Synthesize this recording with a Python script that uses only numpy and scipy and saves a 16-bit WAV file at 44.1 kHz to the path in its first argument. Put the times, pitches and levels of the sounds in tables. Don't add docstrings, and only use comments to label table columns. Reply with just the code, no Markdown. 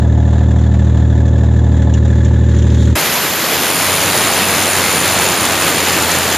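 import sys
import numpy as np
from scipy import signal
from scipy.io import wavfile
from scipy.ndimage import uniform_filter1d

SR = 44100
rng = np.random.default_rng(int(sys.argv[2]) if len(sys.argv) > 2 else 0)


def digitize_waveform(pressure):
    field = np.atleast_2d(pressure).T
    bounded = np.clip(field, -1, 1)
    quanta = np.round(bounded * 32767).astype(np.int16)
    wavfile.write(sys.argv[1], SR, quanta)


N = 280917

# cycle_multiple, level_db
EXHAUST_TONES = [(3, -49.5), (4, -38), (6, 0.5), (7, -39), (8, -32), (9, -2.5), (10, -36), (11, -30.5),
                 (12, -17.5), (13, -31), (14, -38.5), (15, -13), (16, -24.5), (17, -23), (18, -27),
                 (19, -23), (21, -17.5), (23, -34), (24, -31.5), (25, -24.5), (27, -24.5), (28, -28),
                 (29, -33.5), (30, -28.5), (31, -32.5), (32, -34.5), (33, -38.5), (34, -34), (36, -28),
                 (38, -34), (39, -37.5), (42, -26.5), (43, -37.5), (44, -39), (45, -29)]
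# frequency_hz, density_db_per_hz
RUMBLE_COLOUR = [(15, -58), (25, -18.5), (48, -23.5), (94, -7.5), (134, -16.5), (162, -8.5), (202, -12.5),
                 (394, -19), (565, -17.5), (648, -21.5), (1500, -34), (1950, -73.5), (3300, -120)]
# pitch_hz (before the cylinder's factor), level_db, t60_s, change_db towards the valves
CASING_MODES = [(561, -2.5, 0.047, 1.5), (698, 3.5, 0.076, -10.5), (853, 0.5, 0.075, 0),
                (979, 0, 0.044, -2.5), (1106, -6, .04, -1)]
# pitch_hz (before the cylinder's factor), level_db, t60_s, change_db to the valves
BLOCK_MODES = [(1725, 0, .034, 1.5), (1900, -16, .03, 3), (2050, -15, .03, 3), (3480, -10, .035, 1.5),
               (3900, -15, .025, 1.5)]
# frequency_hz, density_db_per_hz
CLATTER_COLOUR = [(600, -30), (950, -13), (1270, -17), (1700, -10.5), (2050, -16.5), (2300, -21.5),
                  (3000, -22), (3700, -17), (4600, -29), (5500, -30), (7060, -18.5), (7480, -24),
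                  (8020, -37.5), (9760, -42), (14300, -48)]
# growl_db, knock_db, clatter_db, pitch_factor of what rings
CYLINDERS = [(-1, -9, 2, 1.03), (0, 0, 4, 1.015), (0, 0, 4, .975)]
# time_s, place (0 at the gauges, 1 at the valves)
PLACE = [(0, 0.01), (1.2, 0.15), (1.9, 0.39), (2.5, 1), (2.95, 1.2)]
# at_gauges_db, at_valves_db
IDLE_LEVELS = [(-7.5, -7.1), (2.5, 1.4), (1.1, 5.5), (-27, -32.5), (-34, -37), (-38.5, -36), (-38.5, -34)]
# start_s, level_db (before the soft start)
SCUFF_TIMES = [(0.5881, -34), (0.8205, -35), (1.278, -32), (1.8183, -32), (1.9366, -24.5), (1.9694, -37),
               (2.0477, -34), (2.2463, -23.5), (2.5436, -32), (2.585, -28), (2.6204, -28), (2.6983, -27.5),
               (2.7414, -24), (2.8519, -28)]
# frequency_hz, density_db_per_hz
SCUFF_COLOUR = [(880, -40), (1500, -18.5), (1830, -8.5), (2400, -9), (3510, -3), (4650, -16.5), (6980, 0.5),
                (8200, -23), (12300, -42), (14300, -46.5)]
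# frequency_hz, density_db_per_hz
SEEP_COLOUR = [(2000, -40), (3500, 8), (5000, -7), (7000, 5), (8200, -12), (11000, -16), (14300, -20)]
# time_s, level_db
JET_LEVEL = [(2.95, -11), (3.0, -13), (3.07, -13), (3.3, -15), (3.6, -13.5), (4.3, -12), (4.7, -12.9),
             (5.3, -13), (5.72, -13), (6.0, -12.8), (6.37, -13.5)]
# frequency_hz, density_db_per_hz
NEAR_COLOUR = [(25, -45), (60, -13), (140, 3), (320, 2), (800, 2), (2300, 1), (4500, -4), (6000, -7),
               (7200, -4.5), (8050, -14), (9200, -8), (10700, -6.5), (12500, -2.5), (14250, -7.5)]
# frequency_hz, density_db_per_hz
FAR_COLOUR = [(25, -44), (60, -18), (140, -1), (600, -1), (2500, -4.5), (4500, -7.5), (5800, -13),
              (6900, -8), (7400, -9), (8100, -18.5), (9600, -9.5), (11000, -16), (13300, -14.5),
              (14250, -13.5)]
# time_s, colour (0 near, 1 far)
AWAY = [(2.95, 0.6), (3.1, 0), (3.45, 0.15), (3.7, 0.38), (4.3, 0.85), (5.4, 1), (6.37, 0.83)]
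# time_s, firings_per_s
LOAD_SPEED = [(3.3, 84), (3.7, 90.7), (3.85, 92.8), (4.15, 93.9), (4.75, 92.9), (5.05, 92), (5.65, 88),
              (6.37, 85.5)]
# frequency_hz, density_db_per_hz
GRIT_COLOUR = [(5500, -9.5), (6300, -0.5), (7300, 0), (7900, -28)]
# frequency_hz, side_below_mid_db
STEREO_WIDTH = [(3300, -90), (4200, -12), (5500, -9), (7000, -9), (9700, -11), (11500, -5), (14300, -5)]

CYCLE_HZ, CYCLE_START = 12.9713, .0675
KNOCK_RISE_S, KNOCK_LATE_S = .006, .002
SHADE_S, SHADE_DB_PER_S = 2.42, 25
OPEN_S = 2.9525
FADE_S, FADE_DB = .024, -9
SCUFF_T60_S = .064
SEEP_S, SEEP_DB, SEEP_RISE_DB_PER_S, SEEP_FALL_DB_PER_S = 2.827, -34.5, 91, 130
BITE_NEAR_DB, BITE_FAR_DB = 1, -.85
LOAD_S, LOAD_RISE_S, LOAD_FROM_DB, LOAD_DB = 3.55, .4, -47, -31.5
SQUEAK_HZ = 9726
SQUEAK_S, SQUEAK_RISE_DB_PER_S, SQUEAK_DB = 3.7, 170, -24
SQUEAK_FADE_S, SQUEAK_FADE_DB_PER_S = 4.97, 15
UNEVEN_DB, UNEVEN_PER_DB = 3.5, .8
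EDGE_HZ = 14330


def gain_of(db):
    return 10 ** (np.asarray(db) / 20)


def evened(x):
    return x / np.sqrt(np.mean(x ** 2) + 1e-20)


def read(points, hz):
    f, value = np.transpose(points)
    return np.interp(np.log(hz + 1), np.log(f + 1), value)


def columns(rows, t):
    s, *rest = np.transpose(rows)
    return [np.interp(t, s, c) for c in rest]


def ramp(t, start_s, length_s):
    return np.clip((t - start_s) / length_s, 0, 1)


def wander(hz):
    knots = rng.standard_normal(int(N / SR * 40) + 4)
    return np.interp(np.arange(N) / SR * np.clip(hz, .1, 40), np.arange(len(knots)), knots)


def noise(colour_db, patchy_db):
    frames, hz = N // 256 + 5, np.fft.rfftfreq(1024, 1 / SR)
    real, imaginary, patches = rng.standard_normal((frames, 513, 3)).T
    patches = uniform_filter1d(patches, size=12, axis=0)
    patches = evened(uniform_filter1d(patches, size=10, axis=1))
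    times = np.arange(frames) * 256 / SR
    shape = gain_of(colour_db(hz[:, None], times) + np.zeros(frames))
    shape = shape / np.sqrt((shape ** 2).mean(0))
    spectra = (real + 1j * imaginary) * shape * gain_of(patchy_db * patches)
    return evened(signal.istft(spectra, nperseg=1024, noverlap=768)[1][:N])


def steady_noise(colour, patchy_db):
    return noise(lambda hz, s: read(colour, hz), patchy_db)


def idle_exhaust(cycle, upper_db, between_db):
    tones = np.zeros(N)
    for k, db in EXHAUST_TONES:
        between = k % 3 > 0
        late = .4 * max(k - 9, 0)
        late += 2 * np.pi * rng.random() * between
        waver_db = np.clip((k - 5) / 12, 0, 1) * 1.88 * wander(5.0)
        place_db = (between_db if between else upper_db) * (k > 9)
        phase = 2 * np.pi * k * cycle - late + .06 * waver_db
        tones += gain_of(db + waver_db + place_db) * np.cos(phase)
    return evened(tones)


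def rumble():
    return steady_noise(RUMBLE_COLOUR, .37)


def struck(modes, blows, cylinder, rise_s, place):
    t, out = np.arange(5000) / SR, np.zeros(N)
    for hz, db, t60, change_db in modes:
        for k, (*_, pitch) in enumerate(CYLINDERS):
            ring = gain_of(db - 60 * t / t60) * np.sin(2 * np.pi * hz * pitch * t)
            ring *= 1 - np.exp(-t / rise_s)
            rung = signal.oaconvolve(blows * (cylinder == k), ring)[:N]
            out += gain_of(change_db * place) * rung
    return evened(out)


def growl(fires, cylinder, blow_db, place):
    return struck(CASING_MODES, fires * gain_of(blow_db), cylinder, .0043, place)


def knock(fires, cylinder, blow_db, place):
    rung = struck(BLOCK_MODES, fires * gain_of(blow_db), cylinder, KNOCK_RISE_S, place)
    return np.roll(rung, round(KNOCK_LATE_S * SR))


def clatter(cycle, burst_db):
    since = (3 * cycle + .15) % 1
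    burst = gain_of(burst_db) * np.minimum(since / .25, 1) * np.exp(-since / .56)
    return evened((.41 + burst) * steady_noise(CLATTER_COLOUR, .89))


def idle():
    t = np.arange(N) / SR
    place, = columns(PLACE, t)
    exhaust_db, upper_db, between_db, rumble_db, growl_db, knock_db, clatter_db = (
        gauges + (valves - gauges) * place for gauges, valves in IDLE_LEVELS)
    cycle = CYCLE_START + CYCLE_HZ * t
    firing = np.floor(3 * cycle + .1197).astype(int)
    fires = np.diff(firing, prepend=0) > 0
    cylinder = firing % 3
    growl_by, knock_by, clatter_by, _ = np.transpose(CYLINDERS)[:, cylinder]
    luck = rng.standard_normal((firing[-1] + 1, 3))[firing].T
    shade_db = SHADE_DB_PER_S * np.maximum(t - SHADE_S, 0)
    mix = gain_of(exhaust_db) * idle_exhaust(cycle, upper_db, between_db)
    mix += gain_of(rumble_db) * rumble()
    mix += gain_of(growl_db) * growl(fires, cylinder, growl_by + 2.8 * luck[0], place)
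    mix += gain_of(knock_db - shade_db) * knock(fires, cylinder, knock_by + .98 * luck[1], place)
    mix += gain_of(clatter_db) * clatter(cycle, clatter_by + 2.9 * luck[2])
    drop_db = FADE_DB * ramp(t, OPEN_S - FADE_S, FADE_S)
    drop_db -= 27 * ramp(t, OPEN_S, .003) + 40 * ramp(t, OPEN_S, .4)
    return gain_of(drop_db) * mix


def scuffs():
    t, shape = np.arange(N) / SR, np.zeros(N)
    for start_s, db in SCUFF_TIMES:
        after = np.maximum(t - start_s, 0)
        shape += gain_of(db - 60 * after / SCUFF_T60_S) * np.minimum(after / .0042, 1)
    return shape * steady_noise(SCUFF_COLOUR, 3.8) * (t < OPEN_S)


def seep():
    t = np.arange(N) / SR
    below_db = np.maximum(SEEP_RISE_DB_PER_S * (SEEP_S - t), SEEP_FALL_DB_PER_S * (t - SEEP_S))
    return gain_of(SEEP_DB - below_db) * steady_noise(SEEP_COLOUR, 1.5) * (t < OPEN_S)


def jet_colour(hz, s):
    away, = columns(AWAY, s)
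    bite_db = BITE_NEAR_DB + away * (BITE_FAR_DB - BITE_NEAR_DB)
    bite = np.exp(-np.log(hz / 4500 + 1e-9) ** 2 / .22) * bite_db
    near = read(NEAR_COLOUR, hz)
    return near + away * (read(FAR_COLOUR, hz) - near) + bite


def jet(turns):
    t = np.arange(N) / SR
    throb_db = 1.44 * ramp(t, 3.4, .14) * np.cos(2 * np.pi * (turns - .3))
    gusts_db = .37 * wander(14) + .7 * wander(35)
    return gain_of(columns(JET_LEVEL, t)[0] + throb_db + gusts_db) * noise(jet_colour, .72)


def loaded_exhaust(turns, level_db):
    octave = gain_of(-5.5 + .99 * wander(7.7)) * np.cos(4 * np.pi * turns)
    tones = np.sqrt(2) * (np.cos(2 * np.pi * turns) + octave)
    return gain_of(level_db + .93 * wander(5.9)) * tones


def grit(turns, level_db, tap_luck):
    taps = np.sin(np.pi * turns) ** 2 * gain_of(6.6 * np.minimum(tap_luck, 1.5))
    return gain_of(level_db + 4) * evened(taps * steady_noise(GRIT_COLOUR, .9))


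def squeak(turns, size, pitch, start):
    t = np.arange(N) / SR
    faded_db = SQUEAK_FADE_DB_PER_S * np.maximum(t - SQUEAK_FADE_S, 0)
    level_db = SQUEAK_DB - faded_db - SQUEAK_RISE_DB_PER_S * np.maximum(SQUEAK_S - t, 0)
    uneven_db = UNEVEN_DB + UNEVEN_PER_DB * faded_db
    since = turns % 1 - .5
    glide_hz = SQUEAK_HZ * (1 + .012 * pitch + .1155 * since)
    tone = np.cos(2 * np.pi * np.cumsum(glide_hz) / SR + np.pi * start)
    blip = np.exp(-(since / .19) ** 2) * tone
    return evened(blip) * gain_of(level_db + uneven_db * (np.minimum(size, 1.2) - .13))


def loaded():
    t = np.arange(N) / SR
    turns = np.cumsum(columns(LOAD_SPEED, t)[0]) / SR
    size, pitch, start = rng.standard_normal((int(turns[-1]) + 1, 3))[turns.astype(int)].T
    exhaust_db = LOAD_FROM_DB + (LOAD_DB - LOAD_FROM_DB) * ramp(t, LOAD_S, LOAD_RISE_S)
    mix = jet(turns) + loaded_exhaust(turns, exhaust_db)
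    mix += grit(turns, exhaust_db, start) + squeak(turns, size, pitch, start)
    return ramp(t, OPEN_S - .0015, .0054) ** 2 * mix


def scene():
    mono = idle() + scuffs() + seep() + loaded()
    return np.array([mono, mono])


def record(dry):
    squeezed = 1.1 * np.tanh(dry[0] / 1.1)
    bass_cut = signal.butter(2, 35, "high", fs=SR, output="sos")
    mid = signal.sosfiltfilt(bass_cut, squeezed, padtype="even", padlen=8000)
    hz, _, spectra = signal.stft(mid, SR, nperseg=256)
    scatter = np.exp(2j * np.pi * rng.random(spectra.T.shape).T)
    scattered = spectra * scatter * gain_of(read(STEREO_WIDTH, hz))[:, None]
    side = np.sqrt(2) * signal.istft(scattered, SR, nperseg=256)[1][:N]
    band = signal.firwin(1535, EDGE_HZ, window=("kaiser", 9), fs=SR)[None]
    return signal.oaconvolve([mid + side, mid - side], band, "same")


dry = scene()
out = record(dry)
digitize_waveform(out)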